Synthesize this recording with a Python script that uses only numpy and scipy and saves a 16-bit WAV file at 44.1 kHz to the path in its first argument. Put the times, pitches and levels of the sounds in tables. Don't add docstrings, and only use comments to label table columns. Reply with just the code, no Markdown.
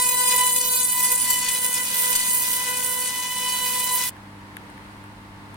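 import sys
import numpy as np
from scipy import signal
from scipy.fft import rfft, irfft, next_fast_len
from scipy.io import wavfile
from scipy.ndimage import uniform_filter1d, map_coordinates

SR = 44100
rng = np.random.default_rng(int(sys.argv[2]) if len(sys.argv) > 2 else 0)


def bounce(signal):
    frames = np.transpose(np.atleast_2d(signal))
    limited = np.clip(frames, -1, 1)
    pcm = np.round(limited * 32767).astype(np.int16)
    wavfile.write(sys.argv[1], SR, pcm)


def how_loud(loudness_db):
    steps = np.asarray(loudness_db, float) / 20
    return 10 ** steps


N = 245195
SWEEP_HZ = 498.1
SWEEPS = int(N * SWEEP_HZ / SR) + 2
CELLS = 64
SIDES = np.array([[0.5], [-0.5]])


def unit(x):
    return x / np.sqrt(np.mean(x ** 2) + 1e-20)


def along(points, hz):
    f, v = np.transpose(points)
    return np.interp(np.log(hz + 1), np.log(f + 1), v)


def curves(rows):
    s, *columns = np.transpose(rows)
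    return [np.interp(np.arange(N) / SR, s, column) for column in columns]


def wobble(rate):
    knots = rng.standard_normal(int(N * rate / SR) + 4)
    return map_coordinates(knots, [np.arange(N) * rate / SR])


def filtered(x, response):
    m = next_fast_len(N + 8192)
    return irfft(rfft(x, m) * response(np.fft.rfftfreq(m, 1 / SR)), m)[..., :N]


def peak(hz, centre_hz, width_hz):
    return 1j * hz * width_hz / (centre_hz ** 2 - hz ** 2 + 1j * hz * width_hz)


def spread(pair, spectrum, alike):
    def mid_side(hz):
        turn = np.arccos(np.clip(along(alike, hz), -1, 1)) / 2
        return how_loud(along(spectrum, hz)) * [np.cos(turn), np.sin(turn)]

    mid, side = filtered(pair, mid_side)
    return unit(np.array([mid + side, mid - side]))


def blurred(x, length, axis):
    size = max(round(length), 1)
    once = uniform_filter1d(x, size, axis, mode="wrap")
    return unit(uniform_filter1d(once, size, axis, mode="wrap"))


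def swept(surface):
    sweeps = np.arange(N) * SWEEP_HZ / SR
    closed = np.hstack([surface, surface[:, :1]])
    return map_coordinates(closed, [sweeps, sweeps % 1 * surface.shape[1]], order=1)


def texture(memory_s):
    grain = blurred(rng.standard_normal((SWEEPS, CELLS)), memory_s * SWEEP_HZ, axis=0)
    return unit(swept(signal.resample(grain, 512, axis=1)))


def snap():
    sizes = how_loud(3.7 * blurred(rng.standard_normal((SWEEPS, 1)), 3, axis=0))
    drops = -sizes * np.eye(1, CELLS)
    return unit(swept(signal.resample(drops, 512, axis=1)))


def flares(shared, flare_db, turn_db):
    patches = blurred(rng.standard_normal(shared.shape) + 0.97 * shared, 6, axis=1)
    patches = unit(signal.lfilter([1], [1, -np.exp(-1 / 1.0)], patches, axis=0))
    place = np.linspace(0, 1, shared.shape[1], endpoint=False)
    return how_loud(swept(flare_db * patches + turn_db * np.exp(-place / 0.12)))


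# (time [s], length [s], change of sizzle [dB])
SCABS = [(0.32, .005, 3), (0.362, .008, 6), (.83, 0.011, 2), (0.899, 0.033, 4.5), (1.029, 0.028, 7),
         (1.117, 0.0085, 8), (1.165, .008, -7), (1.21, .01, 3), (1.302, 0.01, 9), (1.385, 0.0056, 7),
         (1.487, .008, 4.5), (1.63, 0.035, 7), (1.943, .005, 2.5), (2.154, 0.011, 9.5), (2.28, .005, 2),
         (2.333, 0.053, 3.5), (3.793, 0.015, 4)]


def scabs():
    rise_s, fade_s = 0.0013, 0.003
    s, length_s, db = np.transpose(SCABS)[:, :, None]
    since = np.arange(N) / SR - s
    nearest_edge = np.minimum(since / rise_s, (length_s - since) / fade_s)
    return np.sum(db * np.exp(np.minimum(0, nearest_edge)), axis=0)


# (time [s], sizzle [dB], body re sizzle [dB], top re sizzle [dB])
BURN = [(0, -23, -7, -12), (.2, -25.5, -5, -8), (.36, -24.5, -4.5, -9.5), (.52, -27.5, -6, -4),
        (.66, -27.5, -2.5, -1), (.82, -25.5, -6.5, -10), (1, -32.5, -0.5, 0), (1.06, -26, -7, -11),
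        (1.3, -29, -3, -6.5), (1.6, -31.5, -3, -3), (1.88, -33, -3, 1), (2.0, -31, -1.5, 5.5),
        (2.25, -29.5, -2.5, -4), (2.36, -29, -6.5, 2), (2.5, -31.5, -0.5, 1), (2.6, -34, 1, -0.5),
        (2.97, -34, -3.5, 1.5), (3.26, -37.5, 1, 1), (3.55, -34, -0.5, 2), (3.98, -32.5, -2, 2.5),
        (4.09, -35, -1, 3)]
# (time [s], treble [0-1], body [0-1])
REPEAT = [(0, 1, 1), (.28, 0.9, .97), (.38, 0.58, 0.7), (.47, 0.64, 0.9), (.6, .8, 1), (.85, 0.88, 0.99),
          (1.05, 0.5, 0.88), (1.25, .72, 0.83), (1.5, 0.2, 0.68), (1.78, 0.24, 0.81), (1.95, 0.2, 0.52),
          (2.25, 0.34, 0.79), (2.45, .32, 0.78), (3, 0, 0.49), (3.55, 0.1, 0.7), (4.09, .15, 0.48)]
# (low edge [Hz], high edge [Hz])
BANDS = [(0, 7000), (7000, 11200), (11200, 20000)]
# (exponent on repeated share, short-lived part of grain [0-1], flare depth [dB], turn boost [dB])
GRAIN = [(.9, 0.3, 2.2, 3), (1.1, 0.71, 2.7, 14.5), (2.2, 0.84, 3, 2.1)]
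SCAB_SHARE = (0.46, 1, .5)
# body, sizzle, top [dB]
FLICKER_DB = (1.63, 1.5, 2.5)
# (frequency [Hz], relative density [dB per Hz])
REPEATED = [(1700, -16.5), (2490, -6.5), (3000, -7.5), (3490, -9), (4000, -8.5), (4480, -5.5), (5500, -11),
            (7000, -6), (9000, -1.5), (12000, -1.5), (16000, 8)]
# (frequency [Hz], relative density [dB per Hz])
FRESH = [(300, -15.5), (700, -18), (1500, -9.5), (2250, -8), (3000, -3.5), (3800, -5), (5500, -4),
         (7000, -4.5), (9000, 0), (12000, -3.5), (16000, -2.5)]
# (frequency [Hz], left-right likeness [-1 to 1])
CRACKLE_ALIKE = [(1000, 0.91), (3000, 0.58), (5500, 0.31), (9000, 0.37), (15000, 0.4)]
# (frequency [Hz], left-right difference [dB])
CRACKLE_PAN = [(1000, -1.5), (3000, 0.5), (4200, 1), (6400, 1), (8500, 6.5), (10500, -9), (15000, -3)]
# (frequency [Hz], left lead [rad])
CRACKLE_LEAD = [(1000, -1.5), (4500, 1), (6500, -1.5), (8400, -2.5), (9500, -5), (10900, -3.5),
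                (12700, -1.5), (14000, -1)]


def crackle():
    sizzle_db, body_db, top_db = curves(BURN)
    treble_repeat, body_repeat = curves(REPEAT)
    scab_db = scabs()
    treble_repeat = treble_repeat + 0.1 * scab_db

    lasting = np.array([texture(memory_s=0.091) for _ in "LR"])
    lasting = unit(lasting + 0.58 * snap() * [[1], [0.3]])
    brief = np.array([texture(memory_s=0.012) for _ in "LR"])
    fleeting = np.array([texture(memory_s=0.0045) for _ in "LR"])
    fresh = unit(rng.standard_normal((2, N)) + 0.75 * fleeting)
    shared = rng.standard_normal((SWEEPS, CELLS))

    repeats = (body_repeat, treble_repeat, treble_repeat)
    levels_db = [db + part * scab_db + depth_db * wobble(28.056)
                 for db, part, depth_db in zip((body_db, 0, top_db), SCAB_SHARE, FLICKER_DB)]
    out = np.zeros((2, N))
    for (low_hz, high_hz), level_db, repeat, grain in zip(BANDS, levels_db, repeats, GRAIN):
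        power, short, flare_db, turn_db = grain
        share = np.clip(repeat, 0, 1) ** power
        flare = flares(shared, flare_db, turn_db)
        again = np.sqrt(1 - short) * lasting + np.sqrt(short) * brief
        burn = np.sqrt(share) * spread(flare * again, REPEATED, CRACKLE_ALIKE)
        burn += np.sqrt(1 - share) * spread(flare * fresh, FRESH, CRACKLE_ALIKE)
        band = lambda hz: ((1 + (low_hz / (hz + 1)) ** 20) * (1 + (hz / high_hz) ** 20)) ** -0.5
        out += how_loud(level_db) * unit(filtered(burn, band))

    def paths(hz):
        return how_loud(along(CRACKLE_PAN, hz) * SIDES) * np.exp(1j * along(CRACKLE_LEAD, hz) * SIDES)

    return filtered(how_loud(sizzle_db) * out, paths)


ORDER = (1, 2, 3, 4, 6, 8)
# (time [s], 1st multiple [dB])
UNEVEN_TURNS = [(0, -45.5), (.33, -43.5), (.56, -52), (.74, -44), (.93, -70), (1.13, -44.5), (1.22, -62),
                (1.45, -80), (1.56, -50.5), (1.82, -48.5), (1.89, -62), (2.1, -46.5), (2.26, -68),
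                (2.36, -54), (2.48, -57), (2.7, -44.5), (3.02, -48.5), (3.35, -59), (3.52, -50),
                (3.96, -51), (4.09, -63)]
# (time [s], 2nd multiple [dB], 4th multiple [dB])
EVEN_TURNS = [(0.0, -29.5, -32.5), (0.08, -34, -44.5), (0.42, -28, -31.5), (0.57, -40.5, -44),
              (0.59, -38, -42.5), (0.86, -42.5, -51), (1.05, -34, -36), (1.16, -39.5, -37.5),
              (1.2, -40, -44), (1.33, -36, -36), (1.59, -41, -40), (1.8, -39, -34.5), (1.9, -48, -46),
              (1.95, -40, -35.5), (2.6, -39.5, -40), (2.68, -38, -34), (2.77, -40, -39), (3.98, -34.5, -39),
              (4.05, -37.5, -36.5), (4.09, -50, -47)]
# (time [s], 6th multiple [dB], 8th multiple [dB])
UPPER = [(0.0, -44, -27), (0.09, -61, -49), (0.45, -30.5, -35.5), (0.51, -41, -58.5), (0.69, -60, -34),
         (1.26, -53, -56), (1.34, -28, -54), (1.4, -40, -47), (2.65, -43.5, -45), (3.13, -41, -53.5),
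         (3.51, -34.5, -39), (4.05, -42.5, -40.5), (4.09, -49, -52)]
# (left-right difference [dB], extra left lag [rad])
PLACE = [(-1.7, 0.39), (-2, 0.24), (7, 1.4), (-1.5, -0.45), (-3.5, 0.38), (2, -0.48)]
# (time [s], left lag [microseconds])
LAG = [(0, 89), (.5, 53), (1, 60), (1.5, 36), (2, 140), (2.5, 125), (3, 44), (3.5, 58), (4.1, 18)]


def whine():
    t = np.arange(N) / SR
    (lag_us,), (first,) = curves(LAG), curves(UNEVEN_TURNS)
    (second, fourth), (sixth, eighth) = curves(EVEN_TURNS), curves(UPPER)
    third = first + 0.5 + 0.99 * (fourth - second)
    levels_db = (first, second, third, fourth, sixth, eighth)
    flutter = wobble(35)
    out = np.zeros((2, N))
    for k, level_db, (pan_db, extra_lag) in zip(ORDER, levels_db, PLACE):
        jitter = np.sqrt(k) * (0.19 * wobble(30) + 0.06 * wobble(130))
        phase = 2 * np.pi * k * SWEEP_HZ * t + np.pi + jitter
        lag = 2 * np.pi * k * SWEEP_HZ * lag_us * 1e-6 + extra_lag
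        flutter_db = 1.4 * flutter + 0.57 * wobble(40) + 1.97 * wobble(140)
        gain = np.sqrt(2) * how_loud(level_db + flutter_db)
        sway = 0.16 * np.array([wobble(25.39), wobble(24.8)])
        out += gain * how_loud(pan_db * SIDES) * np.sin(phase - lag * SIDES + sway)
    return out


# (time [s], body drive [dB before 4 dB gain], treble drive [dB re puff, before 15 dB gain],
# left-right difference [dB], decay by 60 dB [s])
TICKS = [(4.1665, -43, -19, 2, 0.013), (4.568, -27, -14, 1, 0.011), (4.6994, -47, -10, 3, 0.018),
         (4.778, -42, -23, 4, 0.015), (5.0394, -41, -17, -1, 0.018), (5.5433, -41, -11, 1, 0.013)]
# (centre [Hz], width [Hz], gain [dB])
TICK_BODY = [(1670, 310, 13.5), (3250, 920, 1)]


def ticks():
    dull, sharp = np.zeros((2, N + SR)), np.zeros((2, N + SR))
    t = np.arange(SR // 10) / SR
    for s, db, treble_db, pan_db, t60 in TICKS:
        envelope = how_loud(db - 60 * t / t60)
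        puff = envelope * how_loud(pan_db * SIDES) * rng.standard_normal((2, len(t)))
        start = round(s * SR)
        dull[:, start:start + len(t)] += how_loud(4) * puff
        sharp[:, start:start + len(t)] += how_loud(treble_db + 15) * puff

    def body(hz):
        return sum((-1) ** k * how_loud(db) * peak(hz, c, w) for k, (c, w, db) in enumerate(TICK_BODY))

    edge = lambda hz: peak(hz, 9200, 3000)
    return filtered(dull[:, :N], body) + filtered(sharp[:, :N], edge)


# (frequency [Hz], before the cut [dB], after it [dB])
HUM = [(101, -57, -48), (141.9, -58.5, -58.5), (198, -52, -49.5), (223.6, -61.5, -81), (278.2, -66, -63),
       (300.7, -58.5, -52), (380, -94, -77), (834, -56.5, -61.5), (886, -86, -56.5), (945, -60, -57),
       (1049.5, -56.5, -60), (1146, -76.5, -62.5)]
# (frequency [Hz], relative density [dB per Hz])
AIR_BEFORE = [(15, -95), (25, -106), (60, -76.5), (125, -77), (250, -70), (350, -81.5), (600, -76.5),
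              (760, -81), (960, -72.5), (1200, -78.5), (2200, -81.5), (5000, -85.5)]
# (frequency [Hz], relative density [dB per Hz])
AIR_AFTER = [(15, -98), (40, -71), (125, -78.5), (250, -73.5), (350, -79), (600, -82), (950, -77.5),
             (1400, -80.5), (2000, -81), (2300, -85), (3500, -91), (4300, -92), (6000, -100), (9000, -101),
             (16000, -108)]
# (before the cut [dB], after it [dB])
AIR_DB = (-42, -44.5)
# (frequency [Hz], left-right likeness [-1 to 1])
AIR_ALIKE = [(30, 0.52), (100, 1), (290, 0.86), (640, 0.62), (1400, -0.29), (3100, -0.091), (7000, -0.01)]


def workshop():
    t = np.arange(N) / SR
    after = np.interp(t, [4.09, 4.11], [0, 1])
    out = np.zeros((2, N))
    for hz, before_db, after_db in HUM:
        level_db = before_db + (after_db - before_db) * after
        waver = how_loud(level_db + 1.5 + 0.87 * wobble(7))
        drift = 0.48 * wobble(6) + 0.21 * np.array([wobble(2.76), wobble(7.0)])
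        out += waver * np.sin(2 * np.pi * (hz * t + rng.random()) + drift)
    air_before, air_after = [
        how_loud(db + 0.69 * wobble(2.5)) * spread(rng.standard_normal((2, N)), spectrum, AIR_ALIKE)
        for db, spectrum in zip(AIR_DB, (AIR_BEFORE, AIR_AFTER))]
    return out + (1 - after) * air_before + after * air_after


# (time [s], gain [dB])
CUT = [(0, 2), (4.0945, 1), (4.0955, -11), (4.106, -16), (4.112, -55)]


def scene():
    (cut_db,) = curves(CUT)
    return how_loud(cut_db) * (crackle() + whine()) + ticks() + workshop()


def low_pass(x):
    return signal.sosfilt(signal.butter(12, 16390, fs=SR, output="sos"), x)


# (centre [Hz], width [Hz], lift [dB])
PORT = (9000, 600, 5.5)


def record(dry):
    top_hz = 15900
    centre_hz, width_hz, lift_db = PORT
    ports = lambda hz: (1 + (how_loud(lift_db) - 1) * peak(hz, centre_hz, width_hz)) * (hz < top_hz)
    mix = filtered(dry, ports)
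    return low_pass(mix)


dry = scene()
out = record(dry)
bounce(out)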